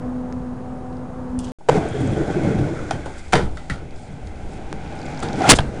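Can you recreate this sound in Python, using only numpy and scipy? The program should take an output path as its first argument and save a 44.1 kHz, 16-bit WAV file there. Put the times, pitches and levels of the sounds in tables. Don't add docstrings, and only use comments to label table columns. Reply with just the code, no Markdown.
import sys
import numpy as np
from scipy import signal
from scipy.fft import rfft, irfft, next_fast_len
from scipy.io import wavfile
from scipy.ndimage import uniform_filter1d, map_coordinates

SR = 44100
rng = np.random.default_rng(int(sys.argv[2]) if len(sys.argv) > 2 else 0)


def persist_wave(psi):
    counts = np.round(np.clip(psi, -1, 1) * 32767).astype(np.int16)
    wavfile.write(sys.argv[1], SR, np.atleast_2d(counts).T)


def voltage_ratio(level):
    return 10 ** (np.asarray(level, float) / 20)


N = 255780
T = np.arange(N) / SR

DROPOUT_START_S, DROPOUT_END_S = 1.5195, 1.5855
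LANDING_S = 1.6868
GAIN_CUT_S = 5.541

# centre_hz, width_hz, level_db
RAMP_FRAME = [(105.5, 42, -3), (147.3, 21.2, 1), (179.1, 28.6, -3.5), (233.7, 66.6, -5.5)]
# centre_hz, width_hz, level_db
RIDING_SHEET = [(310, 50, -0.5), (442.2, 110, -5), (601.8, 90, -6), (767, 132, -9)]
# start_s, end_s, level_db
WHEEL_SLAPS = [
    (5.4915, 5.496, 0),
    (5.4978, 5.5143, 7),
    (5.5165, 5.5192, 5),
    (5.5205, 5.5218, 3),
]


def unit(x):
    return x / np.sqrt(np.mean(x ** 2) + 1e-20)


def peak(x):
    return x / np.max(np.abs(x))


def along(points, hz):
    f, v = np.transpose(points)
    return np.interp(np.log(hz + 1), np.log(f + 1), v)


def curves(rows):
    s, *cols = np.transpose(rows)
    return [np.interp(T, s, c) for c in cols]


def during(start_s, end_s):
    return (T >= start_s) & (T < end_s)


def wobble(rate):
    knots = rng.standard_normal(int(N * rate / SR) + 4)
    return map_coordinates(knots, [np.arange(N) * rate / SR])


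def filtered(x, response):
    m = next_fast_len(x.shape[-1] + 8192)
    return irfft(rfft(x, m) * response(np.fft.rfftfreq(m, 1 / SR)), m)[..., :x.shape[-1]]


def resonances(modes):
    return lambda f: sum((-1) ** k * voltage_ratio(db) * 1j * f * w / (c * c - f * f + 1j * f * w)
                         for k, (c, w, db) in enumerate(modes))


def coloured(spectrum):
    return unit(filtered(rng.standard_normal(N), lambda hz: voltage_ratio(along(spectrum, hz))))


def bumps(rate, spread_db, share):
    struck = rng.random(N) < rate / SR
    size = rng.uniform(-0.85, 1, N) * voltage_ratio(spread_db * rng.exponential(size=N).clip(0, 2))
    return share * unit(struck * size) + rng.standard_normal(N)


def whine():
    # pitch_hz, level_db
    circuit_tones = [(5599, -100), (5981, -97), (6611, -77), (7402, -80.5), (9700, -85)]
    tones = sum(np.sqrt(2) * voltage_ratio(db) * np.sin(2 * np.pi * hz * T) for hz, db in circuit_tones)
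    return tones + voltage_ratio(-62.5) * rng.standard_normal(N)


def street():
    # time_s, level_db
    hum_swell = [(0.0, -32.5), (0.12, -28), (0.294, -33), (0.328, -28.5), (0.802, -38.5), (0.882, -32.5),
                 (1.19, -36.5), (1.362, -26.5), (1.51, -33)]
    # time_s, second_db, third_db
    partial_swell = [(0, -42, -52), (.15, -42, -53), (.28, -38.5, -44), (.36, -46, -47), (.45, -40.5, -50),
                     (.55, -47, -53), (.64, -41.5, -47), (.74, -50.5, -49), (.87, -44, -38.5),
                     (.96, -40.5, -48.5), (1.1, -46.5, -49), (1.2, -39.5, -51.5), (1.3, -41.5, -52),
                     (1.37, -49, -51), (1.51, -43, -47)]
    # pitch_hz, level_db (per Hz)
    traffic_spectrum = [(15, -20), (40, -3.5), (90, -1.5), (180, -4), (300, -11.5), (600, -14), (1000, -18),
                        (1500, -26.5), (2200, -37.5), (3500, -45.5), (9500, -54), (11000, -50)]
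    # time_s, level_db
    brush = [(1.388, -59), (1.391, -44), (1.41, -50), (1.432, -55), (1.447, -46), (1.456, -50),
             (1.478, -51.5), (1.509, -55), (1.52, -55)]
    # pitch_hz, level_db (per Hz)
    leaf_spectrum = [(1350, -46), (2300, -13), (2900, -3), (3400, -9), (4130, -9), (4910, -5), (6860, -5),
                     (10700, -13), (13900, -49), (22000, -120)]
    turn = 2 * np.pi * np.cumsum(251 + 1.66 * wobble(11.74)) / SR
    hum = voltage_ratio(curves(hum_swell)[0] + 2 * wobble(22)) * np.sin(turn)
    overtones = sum(voltage_ratio(db + 1.5 * wobble(18.1)) * np.sin((k + 2) * turn)
                    for k, db in enumerate(curves(partial_swell)))
    traffic = voltage_ratio(-32.5 + 0.52 * wobble(5.5)) * coloured(traffic_spectrum)

    def leaf_response(hz):
        colour = voltage_ratio(along([(1700, -40)] + list(leaf_spectrum)[1:], hz))
        return colour * (1 + resonances([(3350, 500, 1)])(hz))

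    scratch = bumps(500, spread_db=2.5, share=0.6) * voltage_ratio(1.3 * wobble(60))
    leaves = unit(filtered(scratch, leaf_response))
    rustle = voltage_ratio(curves(brush)[0]) * leaves * during(brush[0][0], brush[-1][0])
    return (np.sqrt(2) * (hum + overtones) + traffic + rustle) * (T < DROPOUT_START_S)


def wind():
    # start_s, level_db
    jolt_events = [(1.685, -25), (1.75, -40), (2.02, -33), (2.17, -34), (2.45, -44), (3.33, -18),
                   (3.41, -20.5), (3.7, -33), (4.28, -39), (4.42, -34), (4.6, -35), (5.2, -26), (5.51, -20),
                   (5.6, -34)]
    # pitch_hz, level_db (per Hz)
    buffet_spectrum = [(12, -2.5), (30, -10.5), (70, -5.5), (110, -18), (160, -59.5)]
    # time_s, level_db
    murmur_level = [(1.58, -60), (1.69, -47), (3.3, -46), (3.6, -42.5), (3.9, -46), (4.3, -43),
                    (4.7, -38.5), (5.1, -34.5), (5.5, -27.5), (5.55, -60), (5.8, -33)]
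    # pitch_hz, level_db (per Hz)
    murmur_spectrum = [(53, -26), (90, -10.5), (189, 6), (260, 1.5), (330, -25), (613, -6), (811, -4.5),
                       (1120, -19), (1510, -16.5), (1770, -24), (2340, -18.5), (6750, -36), (10700, -47),
                       (13900, -75), (22000, -120)]
    # centre_hz, width_hz, level_db
    drones = [(790, 100, -1.5), (1519, 110, 8)]
    rise_s, t60_s = 0.012, 0.474
    jolts = 0
    for s, db in jolt_events:
        u = (T - s).clip(0)
        jolts = jolts + voltage_ratio(db - 60 * u / t60_s) * (1 - np.exp(-u / rise_s))
    breeze = voltage_ratio(-37 + 3 * wobble(16) - 26 * (T < LANDING_S))
    buffet = unit(voltage_ratio(1.5 * wobble(22)) * coloured(buffet_spectrum))
    murmur = unit(filtered(coloured(murmur_spectrum), lambda f: 1 + resonances(drones)(f)))
    return (breeze + jolts) * buffet + voltage_ratio(curves(murmur_level)[0]) * murmur


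def shuffles():
    # start_s, length_s, level_db
    drags = [(1.67, 0.15, -49), (1.902, 0.26, -53), (3, 0.45, -52.5), (3.91, 0.24, -56),
             (4.114, 0.067, -65), (4.468, 0.12, -53.5), (5.174, 0.12, -55), (5.347, 0.077, -46),
             (5.543, 0.039, -28.5), (5.521, 0.02, -21.5), (5.42, 0.092, -41.5), (3.43, 0.35, -58)]
    # centre_hz, width_hz, level_db
    sole_modes = [(3400, 780, -4.5), (4830, 900, -4.5), (7500, 2200, -7)]
    drag = sum(voltage_ratio(db) * np.sin(np.pi * ((T - s) / length).clip(0, 1)) for s, length, db in drags)
    rub = bumps(500, spread_db=2.5, share=0.7) * voltage_ratio(2 * wobble(50))
    grains = filtered(rub, lambda f: resonances(sole_modes)(f) / (1 + (2500 / (f + 1)) ** 4))
    return drag * unit(grains)


def ticks():
    # start_s, level_db, centre_hz
    creaks = [(0.3256, -33, 5270), (0.928, -43, 4030), (0.9694, -42, 4770), (1.4451, -47, 4980),
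              (3.909, -38, 4600), (4.0294, -50, 7960), (4.2716, -34, 5000), (4.36, -43, 4750),
              (4.877, -37, 4150), (4.9264, -37, 4700), (4.9906, -34, 4990), (5.016, -32, 4900),
              (5.03, -38, 4800), (5.063, -31, 4470), (5.088, -37, 4500), (5.1103, -45, 4700),
              (5.148, -34, 5170), (5.1755, -28, 4740), (5.193, -29, 6500), (5.2034, -26, 6500),
              (5.2433, -36, 5230), (5.287, -23, 4070), (5.3307, -23.5, 4650), (5.42, -21, 4230)]
    # start_s, level_db, centre_hz, width_hz, t60_s
    snaps = [(5.6052, -24, 3800, 1200, .015), (3.3333, -5, 2200, 2000, .012), (5.588, -11, 3300, 700, .03),
             (2.178, -15, 450, 300, .08), (1.6866, -9, 800, 600, .03), (1.7645, -11, 400, 400, .08),
             (3.332, -7, 760, 110, .12), (1.3903, -20, 8600, 4000, .015), (5.4195, -21, 2300, 900, .02),
             (2.9095, -20, 4500, 3000, .03), (5.5868, -21, 8500, 3500, .04), (3.6985, -19, 1450, 260, .07),
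             (3.701, -20, 1950, 300, .06), (3.571, -30, 1400, 170, .08), (1.389, -38, 3000, 2000, .03),
             (3.345, -11, 145, 45, .2), (2.909, -15, 1300, 350, .05), (5.229, -21, 1330, 200, .05),
             (1.698, -10, 570, 90, .13), (3.71, -24, 170, 50, .2), (.3249, -33, 1900, 700, .02)]
    # start_s, level_db, centre_hz
    shivers = [(1.4685, -39, 3300), (1.481, -41, 3300), (1.487, -45, 6500), (1.497, -41, 3200),
               (1.885, -36, 8500), (1.91, -48, 9000), (2.009, -38, 8800), (2.018, -38, 7500),
               (2.074, -35, 7000), (2.117, -44, 9000), (2.134, -42, 9800), (2.172, -39, 8500),
               (2.18, -43, 7370), (2.33, -44, 7100), (3.96, -44, 4780), (4.031, -53, 7800),
               (4.953, -49, 8500), (4.969, -49, 9000), (5.056, -40, 7500), (5.231, -28.5, 7550),
               (5.249, -37, 5500), (5.372, -44, 8600), (5.384, -46, 7500), (1.476, -43, 3300),
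               (1.507, -46, 3300), (1.512, -43, 3400), (1.404, -37, 9200)]
    out, t = np.zeros(N + SR), np.arange(SR // 7) / SR
    fade = np.cos(np.pi / 2 * t / t[-1])
    puffs = [(*creak, 2000, 0.016, 5.9) for creak in creaks]
    puffs += [(*snap, 5.9) for snap in snaps]
    puffs += [(*shiver, 1600, 0.031, 0) for shiver in shivers]
    for s, db, hz, width_hz, t60_s, push in puffs:
        puff = (rng.standard_normal(len(t)) + push) * voltage_ratio(-60 * t / t60_s)
        tick = filtered(puff, lambda f: resonances([(hz, 1.4 * width_hz, 0)])(f) ** 2)
        out[round(s * SR):][:len(t)] += voltage_ratio(db) * fade * peak(tick)
    return out[:N]


def pop():
    u = (T - 4.7282) / 0.00045
    return -voltage_ratio(-13) * np.cos(np.pi / 2 * u) * ((u >= 0) & (u < 1))


def chatter():
    # time_s, level_db
    bearing_level = [(4.8, -71), (5.0, -59), (5.3, -60), (5.45, -48), (5.49, -45)]
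    clicks_per_s = 90 * voltage_ratio(3 * wobble(40))
    clicks = np.diff(np.floor(np.cumsum(clicks_per_s) / SR), prepend=0) * voltage_ratio(4 * rng.standard_normal(N))
    axle = unit(filtered(clicks, lambda f: resonances([(4900, 1900, 0)])(f) ** 2))
    return voltage_ratio(curves(bearing_level)[0]) * during(bearing_level[0][0], bearing_level[-1][0]) * axle


def knocks():
    # start_s, level_db, pitch_hz, rise_s, t60_s
    panel_knocks = [(1.379, -20, 70, .003, .03), (1.911, -20, 130, .006, 0.1),
                    (2.025, -16, 266, .006, 0.22), (2.072, -15, 107, 0.0073, 0.19),
                    (2.29, -25, 790, 0.003, 0.057), (2.353, -18, 156, 0.0053, 0.17),
                    (2.362, -15, 368, .005, 0.12), (2.437, -18.5, 337, 0.0046, 0.12),
                    (2.462, -12.5, 177, 0.0055, .1), (2.54, -13.5, 182, 0.0055, 0.19),
                    (2.585, -16.5, 296, .006, .1), (2.608, -13.5, 135.5, 0.0045, 0.14),
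                    (2.678, -31, 867, 0.0065, 0.12), (2.91, -10, 788, 0.00074, 0.025),
                    (2.005, -30, 199, .003, 0.091), (2.195, -17, 332, .004, 0.082),
                    (2.25, -22, 151, 0.0073, 0.19), (2.7, -20, 331, 0.0053, .12),
                    (3.7025, -24, 1900, 0.001, 0.11), (3.36, -28, 1010, 0.0035, 0.12),
                    (2.911, -40, 3250, .002, 0.17), (5.407, -16.5, 735, 0.0021, 0.033),
                    (5.419, -14, 762, 0.0013, 0.027), (5.436, -14.5, 830, 0.0027, .14),
                    (5.439, -19, 1417, .005, 0.095), (5.452, -9.5, 750, 0.0028, 0.036),
                    (5.478, -12, 735, 0.0053, 0.11), (5.526, -10.5, 503, 0.0032, 0.066),
                    (5.588, -18, 1583, 0.0012, 0.031), (5.595, -9, 91, 0.0018, 0.026),
                    (5.5885, -6, 745, 0.00027, 0.015), (1.768, -18, 193, .003, 0.05),
                    (3.42, -22, 198, 0.0076, 0.25), (1.75, -26, 152.2, 0.013, 0.24),
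                    (2.17, -23, 394, 0.0095, 0.33), (5.378, -22.5, 289, .003, .08),
                    (5.396, -19.5, 292, 0.0032, 0.07), (5.5925, -12.5, 846, .0008, 0.015),
                    (2.912, -24, 324, .001, .04)]
    # start_s, level_db, pitch_hz
    screw_knocks = [
        (1.748, -13, 444),
        (1.861, -27, 432),
        (1.94, -19.5, 416),
        (1.99, -22.5, 372),
        (2.163, -18, 334),
        (2.516, -20.5, 433),
        (2.561, -20, 315),
    ]
    # start_s, level_db, pitch_hz
    wheel_pings = [
        (1.7182, -33, 1640),
        (1.9464, -39, 1730),
        (2.1718, -32, 1496),
        (2.2104, -32, 1510),
        (2.2969, -31.5, 1490),
        (2.3373, -38, 1470),
        (2.5029, -32.5, 1480),
        (2.631, -39, 1430),
        (2.7633, -33, 1330),
        (2.788, -32.5, 1370),
    ]
    out, t = np.zeros(N + SR), np.arange(SR // 5) / SR
    fade = np.cos(np.pi / 2 * t / t[-1])
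    events = panel_knocks + [(*knock, 0.0034, 0.075) for knock in screw_knocks]
    events = events + [(*ping, 0.0017, 0.07) for ping in wheel_pings]
    for s, db, hz, rise_s, t60_s in events:
        drift = 0.002 * np.sqrt(hz) * np.cumsum(rng.standard_normal(len(t)))
        slow = uniform_filter1d(uniform_filter1d(rng.standard_normal(len(t)), size=150), size=150)
        flutter = voltage_ratio(2.5 * unit(slow))
        envelope = flutter * (1 - np.exp(-t / rise_s)) ** 2 * fade * voltage_ratio(-60 * t / t60_s)
        ring = envelope * np.sin(2 * np.pi * hz * t + uniform_filter1d(drift, size=60))
        out[round(s * SR):][:len(t)] += voltage_ratio(db) * peak(ring)
    return out[:N]


def rolling():
    # time_s, wheel_db, hollow_db
    roll_level = [(1.59, -61.5, 13), (1.685, -62.5, 15), (1.695, -31.5, 13), (1.775, -32.5, 15.5),
                  (1.8, -39, 12), (2.09, -39, 11), (2.33, -37.5, 13.5), (2.62, -40, 15.5), (2.88, -39.5, 6),
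                  (3.2, -49, -5.5), (3.45, -63.5, 23), (3.9, -56, 13), (4.7, -50, 13), (5.2, -41.5, 3.5),
                  (5.37, -40, 9.5), (5.47, -24.5, -7.5), (5.57, -47, 15.5), (5.8, -44, 11)]
    # start_s, level_db
    seams = [(2.007, 7), (2.073, 6.5), (2.169, 1), (2.357, 2.5), (2.435, 7.5), (2.581, 4.5), (2.931, 13.5),
             (3.06, 11.5), (3.701, 16.5), (2.13, -3), (2.325, -6), (2.405, -2)]
    # centre_hz, width_hz, level_db
    wheel_modes = [(1010, 340, -4.5), (1510, 163, 2.5), (2109, 280, -2), (2559, 315, -7),
                   (3300, 390, -13.5)]
    # time_s, middle_db, top_db
    speed_tones = [(1.6, -6, 1), (1.8, -0.5, 2), (1.93, -7.5, 7.5), (2.08, 0.5, 8), (2.25, -5, 3),
                   (2.45, 1, 0), (2.9, -5, -3), (3.3, 3.5, 6.5), (4.7, -0.5, 0), (5.15, -0.5, -5),
                   (5.4, -2, 5), (5.8, -5.5, -9)]
    # pitch_hz, level_db (per Hz)
    grit_spectrum = [(1760, -33), (3000, -22), (3300, -0.5), (4570, -2.5), (7060, 0.5), (9460, -9),
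                     (10700, -7), (13900, -60), (22000, -120)]
    wheel_db, hollow_db = curves(roll_level)
    hollow_db = hollow_db + sum(db * np.exp(-abs(T - s) / 0.093) * (T > s) for s, db in seams)
    frame_db = wheel_db + hollow_db - 0.5 + 1.5 * wobble(7)
    sheet_db = wheel_db + 0.64 * hollow_db + 3
    grit_db = -17 + 0.88 * wheel_db
    load = wobble(18)

    road = bumps(700, spread_db=2.5, share=1.5)
    frame = filtered(road * voltage_ratio(0.27 * load), resonances(RAMP_FRAME))
    clumps = voltage_ratio(0.9 * load + 0.9 * wobble(30))
    sheet = filtered(road * clumps, lambda f: resonances(RIDING_SHEET)(f) / (1 + (f / 950) ** 4))

    tread = bumps(1200, spread_db=4.5, share=0.6) * voltage_ratio(1.2 * load)
    wheels = filtered(tread, lambda f: resonances(wheel_modes)(f) / (1 + (900 / (f + 1)) ** 6))
    tones = [filtered(wheels, resonances([(hz, 1.4 * width_hz, 0)])) for hz, width_hz, _ in wheel_modes[2:]]
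    middle_db, top_db = curves(speed_tones)
    for tone, db in zip(tones, (middle_db, middle_db, top_db)):
        wheels = wheels + (voltage_ratio(db + 1.5 * wobble(14)) - 1) * tone

    grit_colour = [(2750, -47)] + list(grit_spectrum)[2:]
    grit = filtered(bumps(400, spread_db=4, share=0.5) * voltage_ratio(load), lambda hz: voltage_ratio(along(grit_colour, hz)))
    ramp = voltage_ratio(frame_db) * unit(frame) + voltage_ratio(sheet_db) * unit(sheet)
    return ramp + voltage_ratio(wheel_db) * unit(wheels) + voltage_ratio(grit_db) * unit(grit)


def yard(x):
    # pitch_hz, t60_s
    yard_decay = [(100, 0.34), (800, 0.36), (3000, 0.26), (10000, 0.21)]
    hz, t, z = signal.stft(rng.standard_normal(SR // 3), SR, nperseg=256)
    dying = z * voltage_ratio(-60 * t / along(yard_decay, hz)[:, None])
    tail = signal.istft(dying, SR, nperseg=256)[1]
    return signal.fftconvolve(np.pad(x, (250, 0)), tail / np.linalg.norm(tail))[:len(x)]


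def hits():
    # start_s, deck_db, thud_db, metal_db, t60_s
    sharp_blows = [(1.606, -37.5, -10, -23, 0.11), (1.764, -14, -1.5, -20, 0.2), (2.078, -36, 8, -13, 0.37),
                   (2.588, -40.5, 26.5, -19, 0.35), (2.909, -18.5, -15, 3.5, 0.06),
                   (3.332, -12.5, -4.5, 7.5, 0.076), (3.337, -8, -5, 4, 0.017), (3.353, -23, 9, 12.5, 0.23),
                   (3.5703, -39.5, -4, 8.5, 0.25), (3.698, -32.5, -7, 13, 0.3), (5.6049, -30, 3, 4, 0.03)]
    # start_s, deck_db, thud_db, metal_db, t60_s
    soft_blows = [(1.715, -18.5, 2, -13, 0.25), (3.056, -25.5, -2.5, -3, 0.16), (5.223, -25, 5.5, 0, 0.23),
                  (5.332, -35.5, 12, -4, 0.19), (3.323, -39, -14, 25, 0.13), (3.326, -14, 2, -4.5, 0.12),
                  (3.345, -29, 16, -3, 0.18), (3.385, -24, 2.5, -19, 0.27), (5.585, -20, 2, 3.5, 0.043),
                  (5.406, -19, -2.5, -18, 0.66), (5.47, -20.5, -9, 2, 0.59)]
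    # centre_hz, width_hz, level_db
    deck_modes = [(620, 160, -5), (750, 150, 0), (910, 200, -4)]
    # centre_hz, width_hz, level_db
    truck_modes = [(1384, 230, -4), (1937, 180, -6), (2130, 430, -10.5), (3530, 690, -12.5),
                   (4440, 1800, -18)]
    out, t = np.zeros(N + SR), np.arange(SR // 3) / SR
    hardness = 1 + 1.9 * np.exp(-t / 0.006)
    blows = [(*hit, 0.000068) for hit in sharp_blows] + [(*hit, 0.0036) for hit in soft_blows]
    for s, db, thud_db, metal_db, t60_s, rise_s in blows:
        contact = rng.standard_normal((4, len(t))) * (1 - np.exp(-t / rise_s)) * hardness
        deck = filtered(contact[0] * voltage_ratio(-60 * t / t60_s),
                        lambda f: resonances(deck_modes)(f) / (1 + 1j * f / 1300) ** 2)
        thud = filtered(contact[1] * voltage_ratio(-40 * t / t60_s), resonances(RAMP_FRAME + RIDING_SHEET[:2]))
        trucks = filtered(contact[2] * voltage_ratio(-70 * t / t60_s), resonances(truck_modes))
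        crack = filtered(contact[3] * voltage_ratio(-80 * t / t60_s),
                         lambda f: resonances([(7500, 6000, 0)])(f) ** 2)
        metal = peak(trucks) + voltage_ratio(-13) * peak(crack)
        blow = peak(deck) + voltage_ratio(thud_db) * peak(thud) + voltage_ratio(metal_db) * metal
        out[round(s * SR):][:len(t)] += voltage_ratio(db) * (blow + voltage_ratio(-7) * yard(blow))
    return out[:N]


def landing():
    t = T - LANDING_S
    length_s = 1.6983 - LANDING_S
    turn = 2 * np.pi * 470 * t
    swing = np.sin(turn) + 0.5 * np.sin(1.4 * turn * (1 + 15 * t)) + 0.4 * np.sin(2.05 * turn)
    scrape_spectrum = [(300, -26), (1100, 3), (2500, -8), (4000, -17.5), (8000, -19), (11000, -35)]
    scrape = voltage_ratio(-19) * coloured(scrape_spectrum)
    rise = np.clip(t / 0.0055, 0, 1) ** 1.3
    return (voltage_ratio(-3) * rise * swing + scrape) * ((t > 0) & (t < length_s))


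def slam():
    # pitch_hz, level_db (per Hz)
    boom_spectrum = [(20, -37), (60, 0.5), (250, 3), (800, -9), (1500, -24), (3000, -65.5)]
    # pitch_hz, level_db (per Hz)
    clatter_spectrum = [(200, -18), (700, 4.5), (3000, -4), (6000, -14), (11000, -24)]
    first = WHEEL_SLAPS[0][0]
    run_up = voltage_ratio(-14) * np.exp(-abs(T - first) / 0.012) * (T < first)
    cut = np.where(T < GAIN_CUT_S, 1, voltage_ratio(-11 - 900 * abs(T - GAIN_CUT_S)))
    shudder = voltage_ratio(-14.5) * (T >= first) * cut
    slaps = uniform_filter1d(sum(voltage_ratio(db) * during(a, b) for a, b, db in WHEEL_SLAPS), size=40)
    heave_s, heave_end_s, heave_hz = 5.522, 5.5395, 44
    heave = voltage_ratio(-10) * np.sin(2 * np.pi * heave_hz * (T - heave_s)) * during(heave_s, heave_end_s)
    boom = (run_up + shudder + slaps) * coloured(boom_spectrum)
    clatter = (run_up + shudder + voltage_ratio(-4.5) * slaps) * coloured(clatter_spectrum)
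    return heave + boom + clatter


def scene():
    background = whine() + street() + (rolling() + wind()) * (T > DROPOUT_END_S)
    details = shuffles() + ticks() + pop() + chatter() + knocks()
    return (background + details + hits() + landing() + slam())[None]


def top_cut(x):
    return signal.sosfilt(signal.butter(12, 15760, fs=SR, output="sos"), x)


def record(dry):
    # start_s, end_s
    overloads = [
        (1.69, 1.696),
        (3.3328, 3.3338),
    ]
    top_hz = 10850
    half = filtered(dry, lambda hz: hz < SR / 4)[:, ::2] - 0.013
    wrapped = (half + 1) % 2 - 1
    doubled = np.zeros_like(dry)
    doubled[:, ::2] = 2 * np.where(abs(half) > 1.5, wrapped, half.clip(-1, 1))

    band_edge = [(9600, 0), (10500, -6), (top_hz, -14), (top_hz + 60, -120)]
    mirror_edge = [(top_hz, -120), (top_hz + 60, -30), (11800, -36), (14500, -32), (15700, -38), (15900, -120)]
    band = filtered(doubled, lambda hz: voltage_ratio(along(band_edge, hz)))
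    mirror = filtered(doubled, lambda hz: voltage_ratio(along(mirror_edge, hz)))

    live = (T < DROPOUT_START_S) + np.clip((T - DROPOUT_END_S) / 0.002, 0, 1)
    slam_gain = during(WHEEL_SLAPS[0][0], GAIN_CUT_S + 0.006) * voltage_ratio(11 * (T > WHEEL_SLAPS[-1][1]))
    overload_gain = voltage_ratio(3) * sum(during(a, b) * 1.0 for a, b in overloads)
    mix = np.clip(band * live + mirror * (slam_gain + overload_gain), -1, 1)
    return top_cut(mix)


dry = scene()
out = record(dry)
persist_wave(out)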